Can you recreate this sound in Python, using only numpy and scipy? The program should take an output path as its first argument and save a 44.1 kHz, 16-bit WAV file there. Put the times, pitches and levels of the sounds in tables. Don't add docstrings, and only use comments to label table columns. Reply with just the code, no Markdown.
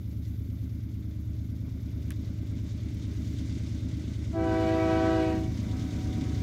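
import sys
import numpy as np
from scipy import signal
from scipy.fft import rfft, irfft
from scipy.io import wavfile
from scipy.ndimage import uniform_filter1d

SR = 44100
rng = np.random.default_rng(int(sys.argv[2]) if len(sys.argv) > 2 else 0)


def pcm_store(signal):
    levels = np.round(np.clip(np.atleast_2d(signal), -1, 1) * 32767)
    wavfile.write(sys.argv[1], SR, levels.astype(np.int16).T)


def voltage_ratio(decibels):
    exponent = np.asarray(decibels, float) / 20
    return 10 ** exponent


N = 283122

# start_s, cycles_per_s / start_s, nearness_db
CRANK_SPEED = [(0.0, 9.0099), (1.5, 9.0147), (3.0, 9.0058), (4.0, 9.0095), (5.0, 9.0385), (5.7, 9.0421),
               (6.42, 9.0165)]
NEARNESS = [(0, 1), (.7, 1.5), (1.4, 2), (2.0, 4.5), (2.7, 6), (3.5, 8), (4.2, 8), (5.0, 9.5), (5.7, 13),
            (6.42, 14.5)]


def train():
    turns, near_db = np.cumsum(in_time(CRANK_SPEED)) / SR, in_time(NEARNESS)
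    return throb(turns, near_db) + rumble(turns, near_db) + clatter(turns, near_db) + hiss(turns, near_db)


# multiple of the crank cycle rate, level_db (rms)
EXHAUST_TONES = [(5, -51.8), (6, -52.7), (7, -53.3), (8, -38.6), (9, -46.5), (10, -53.9), (11, -38.5),
                 (12, -40.8), (13, -43.4), (14, -54.6), (15, -54.1), (16, -54.5), (17, -52.0), (18, -61.3),
                 (19, -54.1), (20, -52.8), (21, -57.9), (22, -53.9), (23, -54.5), (24, -58.8), (25, -56.7),
                 (26, -53.6), (27, -59.3), (28, -52.2), (29, -51.1), (30, -55.0), (31, -63.2), (33, -60.0),
                 (34, -52.6), (35, -61.6)]
# place in the cycle (0-1), strength_db
FIRINGS = [(0.021, -9.9), (0.075, -14.2), (0.119, -5.3), (0.199, -14.0), (0.258, -15.4), (0.34, -13.8),
           (0.421, -3.9), (0.496, -5.2), (0.513, -10.8), (0.585, -4.8), (0.609, -6.4), (0.652, -15.9),
           (0.772, -1.3), (0.818, -12.2), (0.85, -7.0), (0.999, -9.2)]


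def throb(turns, near_db):
    out = 0
    place, strength_db = np.transpose(FIRINGS)
    gain_db, bright_db = -1.1 + 0.17 * near_db, -2.83 + 0.61 * near_db
    for k, db in EXHAUST_TONES:
        lines_up = np.angle(np.sum(voltage_ratio(strength_db) * np.exp(-2j * np.pi * k * place)))
        upper = np.clip((k - 12.0) / 24.2, 0, 1)
        unsteady_db = (1.0 + 1.26 * upper) * drift(1.93)
        level = voltage_ratio(db + gain_db + upper * bright_db + unsteady_db)
        wander = 0.15 * upper * drift(2.3)
        out = out - np.sqrt(2) * level * np.cos(2 * np.pi * round(k) * turns + lines_up + wander)
    return out


# pitch_hz, level_db (per Hz)
RUMBLE_SPECTRUM = [(30, -24), (42, -3), (60, -5), (100, -4), (150, -3), (220, -3), (300, -5), (350, -14),
                   (420, -24), (550, -50)]


def rumble(turns, near_db):
    level = voltage_ratio(-50 + 0.96 * near_db)
    return level * puffs(turns + 0.1, depth_db=2.08) * coloured(RUMBLE_SPECTRUM)


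# pitch_hz, level_db (per Hz)
CLATTER_SPECTRUM = [(190, -41), (330, 0.5), (414, -3.5), (464, -11.5), (612, -7.5), (752, -20), (950, -21),
                    (1530, -19.5), (1800, -26), (2340, -18), (3960, -120)]


def clatter(turns, near_db):
    level = voltage_ratio(-61.5 + 0.98 * near_db)
    return level * puffs(turns + 0.358, depth_db=0.73) * coloured(CLATTER_SPECTRUM)


# pitch_hz, level_db (per Hz)
HISS_SPECTRUM = [(900, -21), (1200, -35), (1530, -5.5), (1750, -8.5), (2050, 1), (2350, -6), (2800, -4),
                 (3300, -2.5), (3620, 1), (3950, -3.5), (6500, -5), (8200, -14), (9800, -18.5),
                 (11500, -30), (14000, -54)]
# middle_s, half_length_s, level_db
HISS_SWELLS = [
    (0.27, .04, 4.5),
    (3.52, 0.34, 4),
    (2.94, 0.62, 2),
    (4.17, 0.2, 4),
    (5.15, 0.14, -8),
]


def hiss(turns, near_db):
    t = np.arange(N) / SR
    swells_db = sum(db * np.exp(-((t - s) / half) ** 2) for s, half, db in HISS_SWELLS)
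    level = voltage_ratio(-68 + 1.075 * near_db + swells_db)
    return level * puffs(turns, depth_db=0.92) * coloured(HISS_SPECTRUM)


def puffs(turns, depth_db):
    beats = 4 * turns
    size = rng.uniform(0.1, 1.9, 300)[beats.astype(int)]
    sudden = uniform_filter1d(size * np.exp(-2.5 * (beats % 1)), size=150)
    swell = np.cos(2 * np.pi * (turns - 0.3))
    return voltage_ratio(depth_db * (swell + 3.9 * (sudden - 0.5049)))


OPEN_S, CLOSE_S = 4.322, 5.176
# pitch_hz, level_db (at valve close), late_s, drain_loss_db, pitch_sag (share)
BELLS = [
    (324.6, -28.2, 0.0011, 16.5, .013),
    (380, -36, 0.0076, 21, .0045),
    (493.6, -36, 0.023, 46, 0.0014),
]
# multiple of its pitch, level_db
LOW_PARTIALS = [(1, 0.0), (2, -3.6), (3, -15.0), (4, -19.6), (5, -22.5), (6, -25.4), (7, -27.0), (8, -32.4),
                (9, -30.5), (10, -36.4), (11, -36.5), (12, -40.1), (13, -40.1), (14, -40.2), (15, -43.4),
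                (16, -45.7), (17, -44.8), (18, -46.3), (19, -48.8), (20, -46.8), (21, -46.9), (22, -53.7)]
MID_PARTIALS = [(1, 0.0), (2, -0.5), (3, -13.5), (4, -12.5), (5, -20.5), (6, -19.5), (7, -29.0), (8, -30.0),
                (9, -34.0), (10, -31.4), (11, -33.4), (12, -34.3), (13, -40.3), (14, -40.6), (15, -38.1),
                (16, -40.1), (17, -39.4), (18, -42.3)]
TOP_PARTIALS = [(1, 0.0), (2, -15.0), (3, -19.5), (4, -19.9), (5, -21.5), (6, -27.5), (7, -33.9),
                (8, -31.8), (9, -35.3), (10, -36.4), (11, -38.7), (12, -43.2)]
# pitch_hz, level_db (per Hz)
RUSH_SPECTRUM = [(700, -6), (1100, -1.5), (1500, 2.5), (2500, -4.5), (4000, -8), (6000, -13), (8000, -17.5),
                 (10000, -26.5), (13000, -46)]


def horn():
    tables = (LOW_PARTIALS, MID_PARTIALS, TOP_PARTIALS)
    chord = sum(bell(row, partials) for row, partials in zip(BELLS, tables))
    squared = chord ** 2
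    chord = chord + 0.15 * (squared - uniform_filter1d(squared, size=400))
    rush = blown(-46.5, late_s=0, rise_s=0.082, drain_db=40) * coloured(RUSH_SPECTRUM)
    return chord + near_echoes(chord) + far_echo(chord) + rush


def bell(row, partials):
    pitch_hz, db, late_s, drain_db, sag = row
    out = np.zeros(N)
    blast = slice(round(4.25 * SR), round(5.7 * SR))
    t = np.arange(N)[blast] / SR
    since_s, closing_s = np.clip(t - OPEN_S, 0, None), np.clip(t - CLOSE_S + 0.08, 0, None)
    sharp = 0.017 * np.exp(-since_s / 0.13)
    sagging = sag * np.minimum(closing_s / 0.22, 1)
    phase = 2 * np.pi * np.cumsum(pitch_hz * (1 + sharp - sagging)) / SR
    start_db, end_db = -11.5 * np.exp(-since_s / 0.078), -22.5 * closing_s
    for k, partial_db in partials:
        high = np.clip(k * pitch_hz / 1800, 0, 1.6)
        shimmer = min(high, 1) ** 1.5
        fading = 1 + 0.06 * high ** 2 + 0.5 * shimmer * drift(10, size=len(phase))
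        hold = 0.33 if high > 1 else 1
        dull_db = start_db * high ** 2 + end_db * min(np.log2(k), 1.4) * hold
        smear = 0.5 * shimmer * drift(14, size=len(phase))
        wave = np.sin(round(k) * phase + 2 * np.pi * rng.random() + smear)
        out[blast] += voltage_ratio(partial_db + dull_db) * fading * wave
    rise_s = 0.016 + 0.7 * late_s
    return np.sqrt(2) * blown(db, late_s, rise_s, drain_db) * out


def blown(db, late_s, rise_s, drain_db):
    t = np.arange(N) / SR
    rise = (1 - np.exp(-np.clip(t - OPEN_S - late_s, 0, None) / rise_s)) ** 2
    swell_db = 3 * np.minimum(t - CLOSE_S, 0)
    drained = np.clip((t - CLOSE_S) / 0.34, 0, None) ** 2.63
    return rise * voltage_ratio(db + swell_db - drain_db * drained)


# delay_s, level_db
ECHOES = [
    (.05, -19),
    (.09, -20),
    (.14, -22),
]


def near_echoes(chord):
    dull = bandpass(chord, 600, 1500)
    return sum(voltage_ratio(db) * np.roll(dull, round(s * SR)) for s, db in ECHOES)


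def far_echo(chord):
    middle, t = 4.9 * SR, np.arange(2 * SR) / SR
    flatter = np.interp(middle + (np.arange(N) - middle) * 0.984, np.arange(N), chord)
    decay = voltage_ratio(-60 * t / 20.0)
    land = rng.standard_normal(len(t)) * np.clip(t / 1.2, 0, 1) ** 1.3 * decay
    ridge = voltage_ratio(-3) * (np.arange(len(t)) == round(1.22 * SR))
    land = land / np.sqrt(np.sum(land ** 2)) + ridge
    thin = bandpass(flatter, 730, 1400)
    return voltage_ratio(-21) * signal.fftconvolve(thin, land)[:N]


# start_s, level_db (peak), pitch_hz (ring), crack_db
TICKS = [
    (2.1055, -37, 1800, 6),
    (2.1185, -46, 2200, 4),
    (2.946, -57, 9500, -10),
]


def ticks():
    out, t = np.zeros(N), np.arange(1500) / SR
    for s, db, hz, crack_db in TICKS:
        crack, buzz = rng.standard_normal((2, len(t)))
        ring = rms_one(bandpass(buzz, hz / 1.6, hz * 1.6)) * np.exp(-t / 0.005)
        crack = voltage_ratio(crack_db) * bandpass(crack, 3000, 15500) * np.exp(-t / 0.0011)
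        out[round(s * SR):][:len(t)] += 0.65 * voltage_ratio(db) * (crack + ring)
    return out


# strokes_per_s, first_stroke (place 0-1), level_db (at rest)
SINGERS = [
    (19.7, .75, -86),
    (23.2, .3, -83),
    (0, -.065, -81),
]
# singer (row above), start_s, end_s, level_db
BOUTS = [(0, 0, .8, -82), (0, .85, 2.2, -75), (1, 0, .75, -80), (1, 2.2, 3.1, -78), (1, 3.5, 6.5, -83),
         (2, 0, .75, -74), (2, .75, 2.2, -81), (2, 3.15, 3.4, -76), (2, 4.5, 6.5, -76)]
# pitch_hz, level_db (per Hz)
CHIRR_SPECTRUM = [(5290, -45), (9000, -42), (10100, 0.5), (10500, 2.5), (11600, 10), (15000, 5), (15800, 4)]


def grasshoppers():
    t, power = np.arange(N) / SR, 0
    for who, (strokes_hz, first, rest_db) in enumerate(SINGERS):
        bouts = sum(voltage_ratio(db) ** 2 * (t >= on) * (t < off) for singer, on, off, db in BOUTS if singer == who)
        stroke = 1.1 * np.clip(0.5 + np.cos(2 * np.pi * (strokes_hz * t - first)), 0, 1)
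        power = power + stroke ** 2 * (voltage_ratio(rest_db) ** 2 + uniform_filter1d(bouts, size=9000))
    return np.sqrt(power) * voltage_ratio(2.0) * coloured(CHIRR_SPECTRUM, flicker_db=0.5)


def coloured(spectrum, flicker_db=1.2):
    hz = np.arange(N // 2 + 1) * SR / N + 1e-9
    knots, db = np.transpose(spectrum)
    level = voltage_ratio(np.interp(np.log(hz), np.log(knots), db, -120, -120))
    shape = rfft(rng.standard_normal(N)) * level
    out, together = 0, drift(15)
    for centre in np.arange(np.log2(knots[0]), np.log2(knots[-1]) + 0.5, 0.5):
        band = irfft(shape * np.clip(1 - 2 * abs(np.log2(hz) - centre), 0, 1), N)
        out = out + band * voltage_ratio(flicker_db * (0.4 * together + drift(20)))
    return rms_one(out)


def drift(rate_hz, size=N):
    r = np.exp(-80 * np.pi * rate_hz / SR)
    slow = signal.lfilter([1], [1, -2 * r, r * r], rng.standard_normal(size // 40 + 2002))[2000:]
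    return np.interp(np.arange(size) / 40, np.arange(len(slow)), rms_one(slow - slow.mean()))


def bandpass(x, low_hz, high_hz):
    return signal.sosfilt(signal.butter(2, [low_hz, high_hz], "band", fs=SR, output="sos"), x)


def rms_one(x):
    return x / np.sqrt(np.mean(x ** 2) + 1e-20)


def in_time(rows):
    s, value = np.transpose(rows)
    return np.interp(np.arange(N) / SR, s, value)


def scene():
    return (train() + horn() + ticks() + grasshoppers())[None]


def low_pass(x):
    return signal.sosfilt(signal.butter(12, 15920, fs=SR, output="sos"), x)


def record(dry):
    bass_cut = signal.butter(4, 34, "high", fs=SR, output="sos")
    mix = signal.sosfiltfilt(bass_cut, dry, padtype="even", padlen=4000)
    return low_pass(mix)


dry = scene()
out = record(dry)
pcm_store(out)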